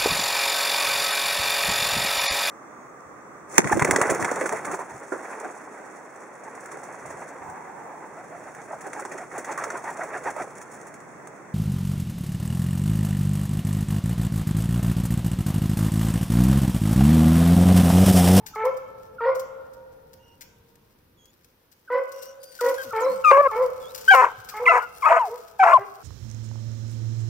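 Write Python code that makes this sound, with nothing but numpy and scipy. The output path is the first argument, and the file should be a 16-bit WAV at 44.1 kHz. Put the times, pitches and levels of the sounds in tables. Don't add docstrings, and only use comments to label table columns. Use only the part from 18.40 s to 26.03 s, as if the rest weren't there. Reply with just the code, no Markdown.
import sys
import numpy as np
from scipy import signal
from scipy.fft import rfft, irfft
from scipy.io import wavfile

SR = 44100
rng = np.random.default_rng(int(sys.argv[2]) if len(sys.argv) > 2 else 0)


def put_to_file(sound):
    columns = np.atleast_2d(sound).T
    safe = np.clip(columns, -1, 1)
    whole_steps = np.round(safe * 32767)
    wavfile.write(sys.argv[1], SR, whole_steps.astype(np.int16))


N = 336483
HZ = np.maximum(np.arange(N // 2 + 1) * SR / N, 1)
CUTOFF_HZ = 16350
NEAR_SINE = [(100, 0), (16000, -260)]


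def from_db(db):
    return 10 ** (np.asarray(db) / 20)


def rms_one(x):
    return x / np.sqrt(np.mean(x ** 2) + 1e-20)


def at_hz(points, hz):
    points = np.array(points)
    return np.interp(np.log(hz), np.log(np.maximum(points[:, 0], 1)), points[:, 1])


def span(rows):
    s, *columns = np.transpose(rows)
    at = np.arange(round(s[0] * SR), min(round(s[-1] * SR), N))
    return at, [np.interp(at / SR, s, c) for c in columns]


def edge_fade(at, fade_s):
    return np.minimum(1, np.minimum(at - at[0], at[-1] - at) / (fade_s * SR))


def drift(size, rate_hz, count=1):
    r = np.exp(-2 * np.pi * rate_hz / SR)
    noise = rng.standard_normal((count, size + 2000))
    return rms_one(signal.lfilter([1], [1, -2 * r, r * r], noise)[:, 2000:])


def coloured(x, gain):
    return irfft(rfft(x) * gain, N)


def above(x, hz):
    return signal.sosfilt(signal.butter(6, hz, "high", fs=SR, output="sos"), x)


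def two_ears(x, balance_db, left_lead_rad):
    half = from_db(at_hz(balance_db, HZ) / 2) * np.exp(.5j * left_lead_rad)
    sides = np.array([half, 1 / half]) / np.hypot(abs(half), 1 / abs(half))
    return coloured(x, np.sqrt(2) * sides)


def clear_voice(calls, throat, waver, breath_db):
    out = np.zeros(N)
    for rows in calls:
        at, (pitch, *levels) = span(rows)
        phase = 2 * np.pi * np.cumsum(pitch * (1 + waver * drift(len(at), 40)[0])) / SR
        last = levels[-1] - at_hz(throat, len(levels) * pitch)
        levels += [last + at_hz(throat, k * pitch) for k in range(len(levels) + 1, 11)]
        k = np.arange(1, 11)[:, None]
        blur = 1 + from_db(breath_db) * (k - .8) * drift(len(at), 150, count=10)
        partials = from_db(levels) * blur * np.sin(k * phase) * (k * pitch < CUTOFF_HZ)
        out[at] += np.sqrt(2) * edge_fade(at, .0022) * np.sum(partials, axis=0)
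    return out


def swells(table, end_db=-14, edge_db=-3):
    share = np.array([0, .15, .5, .85, 1])
    shape_db = np.array([end_db, edge_db, 0, edge_db, end_db])
    curves = []
    for s, length_s, *hz, db, octave_db in table:
        pitch = np.interp(share, [0, .5, 1], hz)
        level = db + shape_db
        curves.append(np.transpose([s + share * length_s, pitch, level, level + octave_db]))
    return curves


# bright note start in seconds, its pitch in Hz, length in seconds, level in dB,
# octave over it in dB, squeak lead in seconds, squeak level in dB, jump after the start in seconds, dull note
# onset in Hz, pitch it glides to in Hz, its crest after the jump in seconds, crest level in dB.
BAYS = [ (0.157, 436, 0.14, -30, -1.5, .022, -43, .078, 484.6, 536.7, 0.025, -20.5),
        (0.805, 469.3, 0.098, -26, -2.5, 0.023, -37.5, 0.048, 526.5, 534.5, 0.039, -19.5),
        (3.501, 495, 0.096, -23.5, -6.5, 0.026, -45.5, .038, 546, 541.8, 0.025, -24.5),
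        (4.21, 479.3, 0.11, -19.5, -10.5, 0.021, -36.5, 0.029, 526.7, 540.3, 0.041, -23.5),
        (4.53, 442.1, .11, -26.5, -2, .025, -39, .08, 486.5, 535, 0.06, -21),
        (5.112, 437, 0.082, -34, 2.5, 0.039, -33, 0.044, 468.7, 518.3, 0.065, -20),
        (6.138, 425.8, 0.083, -42, 6.5, 0.021, -44.5, .057, 477, 497, 0.036, -26),
        (6.87, 426.4, 0.048, -35.5, -16, .02, -56, 0.027, 457, 490, 0.031, -32),
        (7.383, 396.5, 0.068, -35.5, -4.5, .02, -62, .04, 420, 428, .02, -48), ]
SQUEAK_RISE_S, SQUEAK_OVERLAP_S, SQUEAK_START_DB, SQUEAK_END_DB = .008, .0089, -8.5, -.5
SQUEAK_FROM, SQUEAK_TO = 3.05, 2.3
SWELL_SHARE, SWELL_FROM_DB, SWELL_TO_DB = .45, -7.5, -9
SWELL_BEND = 1.04
JUMP_DB, CLIMB_S, DULL_FADE_S, DULL_FADE_DB = -8, .0596, .078, -16
DULL_SAG, DULL_OCTAVE_DB = .91, -12


def bays():
    squeaks, brights, dulls = [], [], []
    for (s, hz, length_s, db, octave_db, lead_s, squeak_db,
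         jump_s, jump_hz, top_hz, crest_s, crest_db) in BAYS:
        start = s - lead_s
        squeaks.append([(start, SQUEAK_FROM * hz, squeak_db + SQUEAK_START_DB),
                        (start + SQUEAK_RISE_S, SQUEAK_FROM * hz, squeak_db),
                        (s + SQUEAK_OVERLAP_S, SQUEAK_TO * hz, squeak_db + SQUEAK_END_DB)])
        shape = [(0, 1, SWELL_FROM_DB), (SWELL_SHARE, 1, 0), (1, SWELL_BEND, SWELL_TO_DB)]
        brights.append([(s + share * length_s, bend * hz, db + d, db + d + octave_db)
                        for share, bend, d in shape])
        end = crest_s + DULL_FADE_S
        t = np.unique([0, crest_s, CLIMB_S, end])
        level = crest_db + np.interp(t, [0, crest_s, end], [JUMP_DB, 0, DULL_FADE_DB])
        pitch_hz = [jump_hz, top_hz, DULL_SAG * top_hz]
        pitch = np.interp(t, [0, CLIMB_S, max(end, CLIMB_S + 1e-3)], pitch_hz)
        dulls.append(np.transpose([s + jump_s + t, pitch, level, level + DULL_OCTAVE_DB]))
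    return squeaks, brights, dulls


# Hz, relative dB.
HOUND_THROAT = [(900, 0), (1300, -5), (1750, -14), (2150, -9), (2500, -33), (3100, -35), (3600, -46)]
# Hz, relative dB.
NARROW_THROAT = [(1000, 10), (1500, -20.5), (2100, -13), (2500, -54.5), (3500, -44.5)]
# time in seconds, pitch in Hz, level in dB, octave level
# in dB; levels before the hound's gain in scene().
LINGER = [
    [(0.0, 437, -58.5, -56.5), (0.14, 433, -65.5, -62)],
]


def baying_hound():
    squeaks, brights, dulls = bays()
    notes = clear_voice(brights, HOUND_THROAT, waver=.008, breath_db=-15)
    notes += clear_voice(dulls + LINGER, NARROW_THROAT, waver=.008, breath_db=-5)
    return above(notes + clear_voice(squeaks, NEAR_SINE, waver=.024, breath_db=-8), 419)


# start in seconds, length in seconds, onset, middle and end in Hz,
# mid level in dB, octave over it in dB.
MOANS = [ (3.5, 0.11, 303, 309, 290, -55.5, -26), (4.21, 0.13, 286, 290, 292, -50.5, -30),
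         (4.44, 0.062, 336, 252, 207, -50.5, -30), (4.58, 0.23, 334, 285, 158, -50, -28), ]


def moans():
    return clear_voice(swells(MOANS), NEAR_SINE, waver=.046, breath_db=-11)


# start in seconds, length in seconds,
# onset in Hz, turn after start in seconds, turn in Hz, end in Hz, level at turn in dB, level at end in dB,
# second and third partial over the fundamental in dB.
YELPS = [ (4.375, .052, 1655, .015, 1584, 1565, -33.5, -35, -16.5, -40),
         (4.84, .072, 1402, .014, 1249, 1173, -13, -10, -14, -38),
         (4.909, .1, 579.3, .02, 534.4, 582.6, -17.5, -11, -3.5, -19),
         (4.991, .08, 588, .04, 570, 526, -26, -17, 3, -13.5),
         (5.678, .073, 1510, .032, 1613, 1388, -8, -14, -18, -41.5),
         (5.706, 0.041, 789, 0.017, 782.6, 737, -12.5, -16, -30, -6.5),
         (6.256, 0.025, 1383, .013, 976, 1029, -21, -16.5, 6, -26),
         (6.278, .04, 1293, .012, 1387, 1252, -10.5, -18.5, -10.5, -46.5),
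         (6.289, .035, 687, .012, 672, 686, -16.5, -27.5, 2, -1),
         (6.41, .055, 1478, .02, 1454, 1417, -32, -40, -24, -42),
         (6.621, .037, 1290, .014, 1034, 1143, -21.5, -17.5, -11.5, -35),
         (6.654, .028, 1244, .012, 1255, 1264, -12, -15.5, -17.5, -54),
         (6.697, .048, 657.5, .03, 683, 674, -14, -24.5, -26, -24),
         (6.757, .028, 683, .014, 668, 655, -15, -23, -29, -20),
         (6.788, .1, 1063, .025, 957, 648, -18.5, -33.5, -27, -33),
         (7.192, .05, 867, 0.011, 776.4, 735, -13, -11.5, -12, -18),
         (7.249, .065, 690, .03, 681, 690, -16.5, -19.5, -7.5, -28),
         (7.321, .02, 683, 0.014, 665, 637, -19, -15, -21, -40),
         (7.326, .043, 1148, 0.012, 1119, 994, -8, -10, -46, -43),
         (7.369, 0.02, 1010, .012, 745, 596, -22, -29, -25, -28), ]
# Hz, relative dB.
PUP_THROAT = [(1200, -14.5), (1700, 0), (2200, -7.5), (2900, -30), (3500, -42.5), (5000, -45), (8000, -47),
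              (13000, -61)]
YELP_ATTACK_S, YELP_ONSET_DB, YELP_RELEASE_S, YELP_RELEASE_DB = .009, -14, .006, -8


def yelps():
    calls = []
    for s, length_s, onset_hz, turn_s, turn_hz, end_hz, turn_db, end_db, second_db, third_db in YELPS:
        t = np.sort([0, YELP_ATTACK_S, turn_s, length_s, length_s + YELP_RELEASE_S])
        level = np.interp(t, [turn_s, length_s, t[-1]], [turn_db, end_db, end_db + YELP_RELEASE_DB])
        level[0] += YELP_ONSET_DB
        pitch = np.interp(t, [0, turn_s, length_s], [onset_hz, turn_hz, end_hz])
        calls.append(np.transpose([s + t, pitch, level, level + second_db, level + third_db]))
    return above(clear_voice(calls, PUP_THROAT, waver=.008, breath_db=-13.5), 400)


# pulse rate in Hz, its fall in Hz per second (negative rises), curve of
# time in seconds, level in dB, roughness (clipped to 0-1).
HOARSE = [ (524, -100, [(4.905, -7.5, .9), (4.935, -14, .6), (4.955, -24, .5), (4.975, -14, .8),
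          (5.0, -35.5, 0.5)]), (267, 140.5, [(5.735, -8.5, 0.9), (5.76, -13, .13), (5.805, -10.5, .08),
          (5.82, -14, .75), (5.848, -14.5, 0.8), (5.885, -33, 0.8), (5.94, -50, 1.1)]),
          (251.4, 5.5, [(6.305, -30.5, 0.02), (6.32, -14, .34), (6.376, -13.5, 0.61), (6.405, -27.5, 0.8),
          (6.46, -46, 0.8)]), (325, -49, [(6.635, -29, 0.5), (6.68, -17.5, 0.8), (6.735, -13.5, 1.1)]),
          (244.4, -16.5, [(6.722, -17.5, 0.2), (6.765, -16.5, .4), (6.788, -21, 0.8), (6.795, -34, .3),
          (6.88, -40, 0.8)]), (341.7, 8, [(7.228, -5.5, 0.64), (7.245, -16.5, 1.09), (7.292, -13.5, 0.98),
          (7.335, -17, 0.5), (7.345, -35, 1.1), (7.39, -31, 1.2)]), ]
# Hz, relative dB.
THROAT = [(120, -83), (200, -54.5), (487, -7.5), (735, -11), (1070, -1), (1560, -11), (1790, -9.5),
          (2660, -21), (3260, -52.5), (7060, -38.5), (12000, -56), (15600, -92), (22000, -120)]
MOUTH_OPEN_HZ, MOUTH_SHUT_HZ, MOUTH_CLOSES_S = 1360, 970, .052
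MOUTH_DB, MOUTH_WIDTH_HZ = 6, 300
JITTER, TEAR_HZ = .07, 110


def hoarse_voice():
    out = np.zeros(N)
    for start_hz, fall_hz_per_s, rows in HOARSE:
        at, (level_db, rough) = span(rows)
        t = (at - at[0]) / SR
        rate = start_hz - fall_hz_per_s * t
        mouth_hz = MOUTH_SHUT_HZ + (MOUTH_OPEN_HZ - MOUTH_SHUT_HZ) * np.exp(-t / MOUTH_CLOSES_S)
        rough = np.clip(rough, 0, 1)
        phase = 2 * np.pi * np.cumsum(rate * (1 + JITTER * rough * drift(len(at), 70)[0])) / SR
        k = np.arange(1, 45)[:, None]
        mouth = MOUTH_DB / (1 + ((k * rate - mouth_hz) / MOUTH_WIDTH_HZ) ** 2)
        gain = from_db(at_hz(THROAT, k * rate) + mouth)
        gain /= np.sqrt(np.sum(gain ** 2, axis=0) / 2)
        rough = np.clip(rough + (k * rate / 6000) ** 2, 0, 1)
        torn = np.sqrt(1 - rough ** 2) + rough * drift(len(at), TEAR_HZ, count=44)
        pulses = np.sum(gain * torn * np.cos(k * phase + .25 * k ** 2), axis=0)
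        out[at] += from_db(level_db) * pulses * edge_fade(at, .01)
    return above(out, 400)


# start in seconds, length in seconds, onset, middle and end in Hz,
# mid level in dB, octave over it in dB.
WHINES = [ (1.79, .19, 2800, 2860, 2830, -63.5, -16), (2.77, .15, 3400, 3290, 3500, -64, -9),
          (3.72, 0.23, 2900, 2800, 2900, -64, 3), (4.0, 0.18, 4730, 4760, 4430, -56, -7.5),
          (4.25, 0.17, 12300, 11200, 11400, -53, -30), (4.6, 0.058, 8100, 6530, 4800, -45.5, -30),
          (4.62, .14, 3950, 4120, 4450, -52, -23), (4.66, .17, 8300, 8740, 7300, -60, -30),
          (5.4, .125, 3597, 3240, 4100, -53.5, -20), (6.5, .13, 9820, 9800, 9740, -60, -24), ]


def whines():
    return clear_voice(swells(WHINES), NEAR_SINE, waver=.012, breath_db=4)


# Hz, dB.
PUP_BALANCE_DB = [(300, 0.5), (600, -1.5), (1000, 4), (1300, 9), (1900, 0.5), (3800, -8), (7500, 11.5),
                  (15000, 24)]
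# Hz, radians.
PUP_LEAD_RAD = [(300, 0.14), (800, 0.4), (1200, -1.06), (1800, -1.94), (3200, 1.0)]


def near_pups(voices):
    return two_ears(voices, PUP_BALANCE_DB, at_hz(PUP_LEAD_RAD, HZ))


def crackle(grain_db, per_s):
    sizes = from_db(grain_db * np.minimum(rng.exponential(1, N), 5)) * rng.standard_normal(N)
    return rms_one(sizes * (rng.random(N) < per_s / SR))


# start in seconds, level in dB before the rise, 60 dB decay in seconds,
# body under the crackle in dB.
SNAPS = [(0.061, -31, .1, -7), (0.1496, -36, .04, -8), (0.2488, -33, .06, -12), (0.3676, -41, .05, -12),
         (0.9482, -36, .08, -14), (0.9936, -28, .05, -14), (1.3334, -46, .05, -14), (1.7315, -36, .03, -8),
         (2.0083, -36, .09, -5), (2.3545, -48, .025, -3), (2.8539, -42, .03, -8), (3.043, -44, .03, -6),
         (3.3154, -43, .04, -10), (3.5199, -44, .05, -10), (3.717, -37, .05, -16), (3.8214, -33, .08, -16),
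         (4.0304, -32, .06, -20), (4.2063, -27, .06, -6), (4.2448, -31, .06, -6), (4.2872, -33, .08, -6),
         (4.3395, -34, .07, -6), (4.4298, -34, .07, -8), (4.6044, -36, .07, -6), (5.546, -27, .06, -8),
         (5.5767, -29, .05, -8), (5.6096, -35, .05, -8), (5.661, -33, .05, -5), (5.6795, -29, .06, -6),
         (6.0422, -39, .06, -12), (6.0876, -28, .07, -4), (6.1649, -35, .05, -8), (6.4218, -37, .05, -8)]
# time in seconds, rustle level in dB before the clumping.
STIRRING = [(0.0, -84), (0.34, -71.5), (3.27, -79), (3.76, -59.5), (4.06, -67.5), (4.18, -50), (5.48, -57),
            (5.74, -42.5), (5.88, -56), (6.31, -55.5), (7.63, -61.5)]
# Hz, relative dB.
LITTER = [(800, -62.5), (1500, 2.5), (2300, -8.5), (3300, -8.5), (4100, -3.5), (5800, -4.5), (9700, -11),
          (15000, -4), (16500, -14.5)]
SNAP_RISE_S, BODY_HZ = .004, 4000
TICKS_PER_S, TICKS_DB = 40, -7


def paws():
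    bright, body = np.zeros(N), np.zeros(N)
    t = np.arange(6000) / SR
    for s, level_db, t60_s, body_db in SNAPS:
        at = round(s * SR)
        burst = from_db(level_db - 60 * t / np.clip(t60_s, .01, .2)) * (1 - np.exp(-t / SNAP_RISE_S))
        bright[at:at + 6000] += burst
        body[at:at + 6000] += burst * from_db(body_db)
    colour = from_db(at_hz(LITTER, HZ))
    low = 1 / (1 + (HZ / BODY_HZ) ** 4)
    high_part, low_part = coloured(crackle(grain_db=3, per_s=6000), colour * np.array([1 - low, low]))
    snaps = rms_one(high_part) * bright + rms_one(low_part) * body
    clumps_db = span(STIRRING)[1][0] + 4.5 * drift(N, 18)[0]
    rustle = rms_one(coloured(crackle(grain_db=3, per_s=3000), colour))
    ticks = rms_one(coloured(crackle(grain_db=2, per_s=TICKS_PER_S), colour * (1 - low)))
    return snaps + (rustle + from_db(TICKS_DB) * ticks) * from_db(clumps_db)


# Hz, dB.
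LITTER_BALANCE_DB = [(1500, 2), (4000, 6.5), (8000, 11.5), (14000, 23)]
LITTER_LEAD_S = .000374


def near_litter(litter):
    return two_ears(litter, LITTER_BALANCE_DB, 2 * np.pi * HZ * LITTER_LEAD_S)


# start in seconds, level in dB (the envelope peaks about 12 dB under it), pitch in Hz.
THUDS = [(4.469, -42, 115), (4.521, -38, 111), (4.699, -33, 189), (5.978, -34, 111.7), (7.381, -32, 122)]


def landings():
    out, t = np.zeros(N), np.arange(5000) / SR
    envelope = t / .043 * np.exp(1 - t / .011)
    for s, level_db, hz in THUDS:
        at = round(s * SR)
        out[at:at + 5000] += from_db(level_db) * np.sin(2 * np.pi * hz * t) * envelope
    return out


# Hz, 60 dB decay in seconds.
WOODS_T60 = [(200, 3.48), (500, 3), (1000, 1.92), (2000, 2.14), (4000, 0.78), (10000, 0.23)]
EDGES_HZ = 20 * 2 ** np.arange(0, 10.1, .5)


def woods(x, build_s):
    t, tail = np.arange(3 * SR) / SR, 0
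    white = rng.standard_normal((2, 3 * SR))
    for low, high in zip(EDGES_HZ[5:-2:2], EDGES_HZ[7::2]):
        band = signal.sosfilt(signal.butter(2, [low, high], "band", fs=SR, output="sos"), white)
        tail = tail + band * from_db(-60 * t / at_hz(WOODS_T60, np.sqrt(low * high)))
    tail = tail * (1 - np.exp(-t / build_s)) * (1 + 2.6 * np.exp(-t / .077))
    tail[1] += .16 * tail[0]
    tail = tail / np.sqrt(np.sum(tail ** 2, axis=1, keepdims=True))
    return signal.fftconvolve(x[None], tail, axes=1)[:, :N]


# time in seconds, rms level in dB.
RUMBLE = [(0.0, -57.5), (2.61, -62.5), (3.63, -74.5), (5.04, -57.5), (7.63, -66.5)]
# Hz, relative dB.
AIR = [(12, -38.5), (20, -14), (44, -10.5), (96, -7.5), (174, -11), (535, -16), (670, -22), (939, -20.5),
       (5830, -33), (6910, -41.5), (15200, -26.5), (16500, -58)]
# Hz, likeness 0-1.
LIKENESS = [(30, .97), (60, .96), (130, .93), (290, .8), (640, .3), (1400, .1), (3000, 0)]
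AIR_DB, BASS_HZ = -65.5, 300


def air():
    alike = np.clip(at_hz(LIKENESS, HZ), 0, 1)
    mid, side = rfft(rng.standard_normal((2, N)))
    both = np.sqrt(1 + alike) * mid + np.sqrt(1 - alike) * side * [[1], [-1]]
    both = both * from_db(at_hz(AIR, HZ))
    bass = 1 / (1 + (HZ / BASS_HZ) ** 4)
    rumble = rms_one(irfft(both * bass, N)) * from_db(span(RUMBLE)[1][0])
    return rumble + from_db(AIR_DB) * rms_one(irfft(both * (1 - bass), N))


def scene():
    hound = baying_hound()
    pups = yelps() + hoarse_voice()
    litter = paws()
    near = near_pups(pups + whines()) + near_litter(litter)
    sent = from_db(-5) * hound + from_db(-27.5) * pups + from_db(-9) * litter
    echo = woods(sent, build_s=.011)
    return hound * from_db(2) + moans() + near + landings() + echo + air()


def record(dry):
    rounded = dry / (1 + np.abs(dry / .93) ** 6) ** (1 / 6)
    return signal.sosfilt(signal.cheby2(22, 70, CUTOFF_HZ, fs=SR, output="sos"), rounded)


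dry = scene()
out = record(dry)
put_to_file(out)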